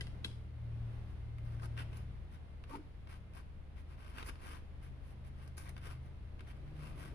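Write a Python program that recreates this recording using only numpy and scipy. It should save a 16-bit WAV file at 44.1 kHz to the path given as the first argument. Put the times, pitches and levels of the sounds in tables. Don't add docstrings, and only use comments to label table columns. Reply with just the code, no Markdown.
import sys
import numpy as np
from scipy import signal
from scipy.fft import rfft, irfft, next_fast_len
from scipy.io import wavfile
from scipy.ndimage import uniform_filter1d

SR = 44100
rng = np.random.default_rng(int(sys.argv[2]) if len(sys.argv) > 2 else 0)


def pcm_store(signal):
    levels = np.round(np.clip(np.atleast_2d(signal), -1, 1) * 32767)
    wavfile.write(sys.argv[1], SR, levels.astype(np.int16).T)


N = 314874
T = np.arange(N) / SR
SIZE = next_fast_len(N + SR)
FREQ = np.maximum(np.arange(SIZE // 2 + 1) * SR / SIZE, 1)
LEFT_RIGHT = np.array([[.5], [-.5]])


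def undb(db):
    return 10 ** (np.asarray(db) / 20)


def unit(x):
    return x / np.sqrt(np.mean(x ** 2))


def curve(rows):
    s, *columns = np.transpose(rows)
    return [np.interp(T, s, column) for column in columns]


def gains(points):
    hz, db = np.transpose(points)
    return undb(np.interp(np.log(FREQ), np.log(hz), db))


def colour(points, band):
    gain = gains(points) + 1e-5
    in_band = (FREQ > band[0]) * (FREQ < band[1])
    gain = gain / np.sqrt(np.mean(gain ** 2 * in_band))
    cepstrum = irfft(np.log(gain), SIZE)
    fold = 1 + np.sign(SIZE / 2 - np.arange(SIZE)) * (np.arange(SIZE) > 0)
    return np.exp(rfft(cepstrum * fold))


def through(x, response):
    return irfft(rfft(x, SIZE) * response, SIZE)[..., :N]


def walk(rate):
    k = max(int(SR / rate), 2)
    steps = np.repeat(rng.standard_normal(N // k + 2), k)
    return 1.3 * uniform_filter1d(uniform_filter1d(steps, k), k)[:N]


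def sine(hz):
    cycles = np.cumsum(hz + 0 * T) / SR + rng.random()
    return np.sqrt(2) * np.sin(2 * np.pi * cycles)


def ring(modes):
    t = T[:SR // 2]
    wave = np.zeros(len(t))
    for k, (hz, db, t60_s) in enumerate(modes):
        wave += (-1) ** k * undb(db - 60 * t / t60_s) * np.sin(2 * np.pi * hz * t)
    return wave / np.linalg.norm(wave)


def bursts(times, dbs, decay_s, rise_s=0.00073):
    out, t = np.zeros(N + SR), T[:SR // 10]
    shape = (1 - np.exp(-t / rise_s)) * np.exp(-t / decay_s)
    for s, db in zip(times, dbs):
        start = int(s * SR)
        out[start:start + len(t)] += undb(db) * shape
    return out[:N]


def snaps(per_s, spread_db, alike=0.57):
    happens = rng.random(N) < per_s / SR
    size = happens * undb(spread_db * np.minimum(rng.exponential(size=N), 5))
    shared, *own = rng.choice([-1, 1], (3, N))
    return unit(size * (np.sqrt(alike) * shared + np.sqrt(1 - alike) * np.array(own)))


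# frequency_hz, gain_db
ROOM_COLOUR = [(300, 3), (1300, -1.5), (3800, 1.5), (5300, 0.5), (7000, 0.5), (9500, -2), (15000, -8)]
# frequency_hz, gain_db
LEFT_PORT_COLOUR = [(300, -3), (700, -2), (1080, 6.5), (1900, -4), (2200, -1), (2650, -0.5), (4000, 0),
                    (5300, -0.5), (6500, -3.5), (8100, -11.5), (9200, 7), (10800, -8.5), (12000, -4.5),
                    (15000, -11)]
RIGHT_PORT_COLOUR = [(300, 0), (700, -4), (1250, -3), (1600, -7), (1950, -4), (2600, 1.5), (4100, -7),
                     (5100, 0.5), (6200, -19), (8300, -3), (9500, 11.5), (10200, 1.5), (10850, 7),
                     (11800, -12), (15000, -3.5)]


def place(x, lag_ms, early_db, early_s, room_db, t60_s):
    t = T[:SR // 2]
    early = rng.standard_normal((2, len(t))) * np.exp(-t / early_s) * (t > .0015)
    late = rng.standard_normal((2, len(t))) * undb(-60 * t / t60_s) * (t > .008)
    early, late = (rfft(h / np.linalg.norm(h[0]), SIZE) for h in (early, late))
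    direct = np.exp(2j * np.pi * FREQ * LEFT_RIGHT * lag_ms / 1000)
    paths = direct + undb(early_db) * early + undb(room_db) * gains(ROOM_COLOUR) * late
    ports = np.array([gains(LEFT_PORT_COLOUR), gains(RIGHT_PORT_COLOUR)])
    return through(x, paths * ports)


# frequency_hz, relative_density_db
AIR_COLOUR = [(15, -5), (25, 4.5), (45, 0.5), (66, 1.5), (95, -12.5), (160, -9.5), (250, -16.5), (400, -21),
              (630, -25), (1000, -29), (2300, -34.5), (3300, -39), (7500, -57.5), (10000, -51.5),
              (12000, -57.5), (15000, -97)]
# frequency_hz, side_minus_mid_db
AIR_WIDTH = [(60, -5), (110, -6), (200, -5.5), (380, -7), (690, -1.5), (1280, -0.5), (2350, -0.5),
             (4340, 1), (8000, 0.5), (14700, -2)]
# frequency_hz, left_minus_right_db
AIR_LEAN = [(60, 4), (110, 4.5), (200, -1.5), (380, -0.5), (690, -4), (1280, -0.5), (2350, -2), (4340, 6),
            (8000, 0), (14700, -7.5)]
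# time_s, relative_level_db
AIR_COURSE = [(0, -66.5), (.5, -71.5), (.95, -67), (1.35, -70.5), (1.8, -67.5), (2.3, -71), (3.6, -72.5),
              (4.4, -71), (6.3, -71), (7.14, -68)]


def room_tone(air_db=1):
    mid, side = rng.standard_normal((2, N))
    side = through(side, gains(AIR_WIDTH))
    response = colour(AIR_COLOUR, (500, 4000)) * gains(AIR_LEAN) ** LEFT_RIGHT
    air = through(np.array([mid + side, mid - side]), response)
    return air * undb(air_db + curve(AIR_COURSE)[0])


# time_s, relative_level_db
RUSH_COURSE = [(0, -68), (1.3, -79.5), (1.8, -63), (2.4, -84), (4.3, -76.5), (6.2, -72.5), (7.14, -59.5)]
# frequency_hz, relative_density_db
RUSH_COLOUR = [(40, -25), (130, -9), (300, 0.5), (420, -8.5), (620, -9), (900, -29), (2500, -30.5),
               (15000, -63)]


def traffic_rush():
    turbulence = unit(rng.standard_normal(N) + rng.standard_normal((2, N)) / 2)
    return undb(RUSH_COURSE_DB()) * through(turbulence, colour(RUSH_COLOUR, (180, 800)))


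def RUSH_COURSE_DB():
    return curve(RUSH_COURSE)[0]


# time_s, shaft_rate_hz
ENGINE_SHAFT = [(0, 29.6), (.45, 28.8), (2.3, 28.5), (3.3, 27.3), (4.3, 25.4), (5.3, 25.5), (6, 25.9),
                (6.5, 28), (7.14, 31)]
# time_s, fourth_order_db, fifth_order_db
ENGINE_ORDERS = [(0, -49.5, -59.5), (.4, -52, -71), (.85, -43.5, -65), (1.1, -53, -81), (1.45, -44.5, -59),
                 (1.8, -43.5, -61.5), (2.05, -48.5, -53.5), (2.3, -63.5, -63.5), (3.25, -58.5, -70),
                 (3.7, -70, -65.5), (4.3, -61, -62.5), (4.8, -68.5, -59.5), (5.95, -58.5, -51.5),
                 (6.3, -58.5, -68.5), (6.8, -61.5, -50), (7.14, -49, -64.5)]


def engine(left_db=2.0, hunt_hz=.1, throb_db=1.9):
    fourth_db, fifth_db = curve(ENGINE_ORDERS)
    shaft_hz = curve(ENGINE_SHAFT)[0] + hunt_hz * walk(12)
    fourth = undb(fourth_db + throb_db * walk(12)) * sine(4 * shaft_hz)
    fifth = undb(fifth_db + throb_db * walk(12)) * sine(5 * shaft_hz)
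    return undb(LEFT_RIGHT * left_db) * (fourth + fifth)


# time_s, level_db
HUM_COURSE = [(0, -49.5), (1.9, -49), (2.7, -55), (4.4, -52), (5, -54.5), (5.7, -50), (7.14, -55)]
# pitch_hz, level_db relative to the course, waver_db
APPLIANCE_LINES = [(76.9, -0.5, .5), (52.5, -4.5, 2.5), (153.8, -19.5, 2), (191.2, -21.5, 4),
                   (295.6, -31, 4), (613, -35.5, 3), (2090, -34.5, 2)]


def appliance(pitch_waver_hz_per_db=0.385):
    hum = np.zeros(N)
    for hz, db, waver_db in APPLIANCE_LINES:
        level = undb(db + waver_db * walk(7.1))
        hum += level * sine(hz + pitch_waver_hz_per_db * waver_db * walk(8))
    return undb(curve(HUM_COURSE)[0]) * hum


# start_s, click_db, thud_db, spot (0 = edge to 1 = middle)
TABLE_KNOCKS = [(.0085, -15, -19, 0), (.0115, -18, -25, 0), (.069, -27, -30, 0), (.2432, -19, -21, 1),
                (.2462, -8, -11.5, 1), (.313, -33, -32, 1)]
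# pitch_hz, t60_s, edge_relative_db, middle_relative_db
KNOCKED_THING = [(1590, .035, -3, -4), (2020, .03, 2, -4), (2700, .035, -9, -1), (3080, .025, 1, -12),
                 (3260, .04, -10, 4), (3860, .035, -8, 5), (4170, .025, -9, 0), (4560, .02, -6, -20),
                 (5260, .015, -6, -11), (5950, .012, -12, -10), (6700, .012, -8, -9),
                 (9250, .008, -12, -14), (11400, .008, -12, -15)]
# pitch_hz, relative_db, t60_s
TABLE_BODY = [(189.6, 4, 0.29), (250, -4.5, 0.24), (310, -6.5, 0.23), (404, -5.5, 0.15), (500, 1, 0.07)]


def knocks(ring_db=-2, thud_db=-4):
    hz, t60_s, edge, middle = np.transpose(KNOCKED_THING)
    table = ring(TABLE_BODY)
    out = np.zeros(N)
    for s, click, thud, spot in TABLE_KNOCKS:
        clack = ring(zip(hz, edge + spot * (middle - edge), t60_s))
        blow = undb(click + ring_db) * clack + undb(thud + thud_db) * table
        start = int(s * SR)
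        out[start:start + len(blow)] += blow
    return out


# frequency_hz, relative_density_db
CRACK_COLOUR = [(200, -7), (500, -6), (1000, -8), (1650, -1), (2300, -1), (3400, -1), (4100, -1),
                (5000, -4), (8000, -7), (9500, -14), (11500, -8), (14000, -25)]


def cracks(crack_db=-32, decay_s=0.0032):
    s, click, _, _ = np.transpose(TABLE_KNOCKS)
    contact = bursts(s, click + crack_db, decay_s) * snaps(25000, 0.83)
    return through(contact, colour(CRACK_COLOUR, (500, 15000)))


# swell_peak_s, swell_spread_s (standard deviation), pitch_hz, width_hz, level_db
JUDDER_TONES = [(2.738, 0.016, 912, 45, -52.5), (2.722, 0.015, 1170, 70, -58),
                (2.751, 0.0065, 1220, 260, -59), (2.705, 0.0079, 470, 110, -58),
                (2.754, 0.023, 290, 35, -48), (2.75, 0.035, 395, 110, -55.5), (2.8, 0.036, 275, 90, -57.5)]


def squeak(waver=0.456, flutter_db=4.0):
    out = np.zeros(N)
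    for peak_s, spread_s, hz, width_hz, db in JUDDER_TONES:
        swell = np.exp(-((T - peak_s) / spread_s) ** 2 / 2)
        level = undb(db + flutter_db * walk(220))
        out += level * swell * sine(hz + waver * width_hz * walk(2 * width_hz))
    return out


def speed(start, length, crest):
    times = [start, start + crest * length, start + length]
    return np.sin(np.pi / 2 * np.interp(T, times, [0, 1, 0]))


# start_s, length_s, crest (share of length), cloth_rub_db, tip_hiss_db, scratchy_bite_db
BRUSH_STROKES = [ (0.886, .15, .3, -74.5, -92, -6), (1.062, 0.099, .3, -80, -83, 0),
                 (1.412, 0.25, 0.28, -68, -82, -3), (1.603, 0.067, 0.58, -53, -69.5, -12),
                 (1.76, 0.083, 0.4, -53.5, -66, 6), (1.899, 0.16, 0.36, -66, -72.5, 4.5),
                 (2.295, 0.097, .55, -69, -80, 0), (2.658, 0.12, 0.85, -55, -68, -1.5),
                 (3.081, 0.11, 0.19, -59, -69.5, 1.5), (3.339, 0.095, 0.23, -58.5, -70.5, -1.5),
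                 (3.751, .08, 0.36, -66.5, -77, 3.5), (3.862, 0.1, 0.72, -66.5, -81, -1),
                 (3.958, 0.31, 0.22, -63.5, -75.5, 1.5), (4.131, .12, 0.58, -54, -67, 1),
                 (4.234, 0.065, 0.87, -52.5, -56, 1), (4.36, 0.25, 0.63, -56, -65.5, 0.5),
                 (4.804, 0.11, 0.31, -65, -74, 2.5), (4.992, .16, 0.68, -74.5, -78, 4),
                 (5.237, 0.069, .4, -66, -72, 3), (5.347, 0.17, 0.34, -67.5, -77.5, 0.5),
                 (5.562, 0.032, .65, -57, -56.5, 1), (5.564, .12, 0.35, -60.5, -61.5, 3),
                 (5.635, 0.083, 0.6, -59, -74, 1), (5.799, .18, 0.37, -57, -67, 0.5),
                 (6, .12, .45, -70, -82, -5), (6.456, 0.081, 0.47, -62.5, -73, 4),
                 (6.535, 0.06, .45, -71, -84, 0), (6.64, 0.089, 0.54, -72, -89, 0),
                 (6.729, 0.25, 0.46, -60, -71.5, 0.5), (6.945, 0.21, 0.33, -60, -68.5, 2)]


def strokes(rub_power=1.36, tips_power=1.56):
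    rub, scratch, tips = np.zeros((3, N))
    for start, length, crest, rub_db, tips_db, bite_db in BRUSH_STROKES:
        v = speed(start, length, crest)
        cloth = undb(rub_db) * v ** rub_power
        rub += cloth
        scratch += cloth * (undb(bite_db) - 1)
        tips += undb(tips_db) * v ** tips_power
    return rub, scratch, tips


# start_s, body_db, tips_db
BRUSH_DABS = [(1.383, -57, -67), (1.597, -58, -78), (1.632, -53, -64), (1.656, -53.5, -54.5),
              (1.776, -49, -72), (1.82, -53.5, -62), (1.93, -57, -77), (1.97, -58, -53),
              (2.638, -52.5, -71), (3.072, -56, -73), (3.335, -57.5, -69), (3.35, -66, -64),
              (4.183, -45, -56), (4.227, -44, -75), (4.27, -62, -54), (4.288, -45, -73), (4.295, -46, -58),
              (4.355, -55.5, -88), (5.42, -71, -74), (5.476, -60.5, -60.5), (5.58, -56, -63),
              (5.691, -57, -51.5), (5.765, -52.5, -74), (5.778, -52, -64), (6.393, -56.5, -78),
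              (6.406, -53, -67)]
# frequency_hz, relative_density_db
RUB_COLOUR = [(120, -18.5), (250, 5), (450, -0.5), (700, -1.5), (1000, -1), (1600, 2.5), (2600, -3),
              (4000, -9), (6000, -13), (8000, -21.5), (15000, -34.5)]
# frequency_hz, relative_density_db
TIPS_COLOUR = [(1500, -15.5), (3500, -5), (5000, -2.5), (7000, -2), (9500, -10), (11200, -0.5), (12200, -6),
               (14000, -5.5), (15200, -22)]
# frequency_hz, gain_db
SCRATCH_BAND = [(700, -28), (1600, -7), (2500, -1), (3200, 1), (4500, -11), (7500, -28)]


def brush(tips_db=-2, dab_db=4, dab_bite_db=3.0, tips_patchy_db=1.5, weave_share=0.11, drift_db=2, dab_s=0.0029):
    rub, scratch, tips = strokes()
    ripple = 1 + weave_share * sine(170 * np.exp(.3 * walk(17))) / 2
    bristles = ripple * snaps(2800, 2.54)
    tuft = snaps(25000, .6)
    s, body, hiss = np.transpose(BRUSH_DABS)
    landing = bursts(s, body + dab_db, dab_s) * tuft
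    flick = bursts(s, hiss, dab_s) * tuft
    bite = scratch * bristles + (undb(dab_bite_db) - 1) * landing
    cloth_force = rub * bristles + landing + through(bite, gains(SCRATCH_BAND))
    tip_force = tips * bristles * undb(tips_db + tips_patchy_db * walk(70)) + flick
    cloth_sound = through(cloth_force, colour(RUB_COLOUR, (800, 3500)))
    tip_sound = through(tip_force, colour(TIPS_COLOUR, (8000, 14000)))
    sound = cloth_sound + tip_sound
    out = np.zeros((2, N))
    for k in range(3):
        bands = (1 + np.cos(2 * np.pi * (np.sqrt(FREQ) / 17 + k / 3))) / 3
        out += through(sound, bands) * undb(drift_db * walk(25))
    return out


def scene():
    background = room_tone() + traffic_rush() + engine() + appliance()
    clack = place(knocks(), lag_ms=.15, early_db=-14, early_s=.006, room_db=-21, t60_s=.25)
    crack = place(cracks(), lag_ms=0.264, early_db=0.0, early_s=0.01, room_db=-1, t60_s=0.4)
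    judder = place(squeak(), lag_ms=.2, early_db=-20, early_s=.005, room_db=-16, t60_s=.35)
    painting = place(brush(), lag_ms=0.492, early_db=-6, early_s=0.0081, room_db=-10.5, t60_s=0.41)
    return background + clack + crack + judder + painting


def record(dry):
    top_cut = signal.ellip(10, .2, 70, 15100, fs=SR, output="sos")
    return signal.sosfilt(top_cut, dry)


dry = scene()
out = record(dry)
pcm_store(out)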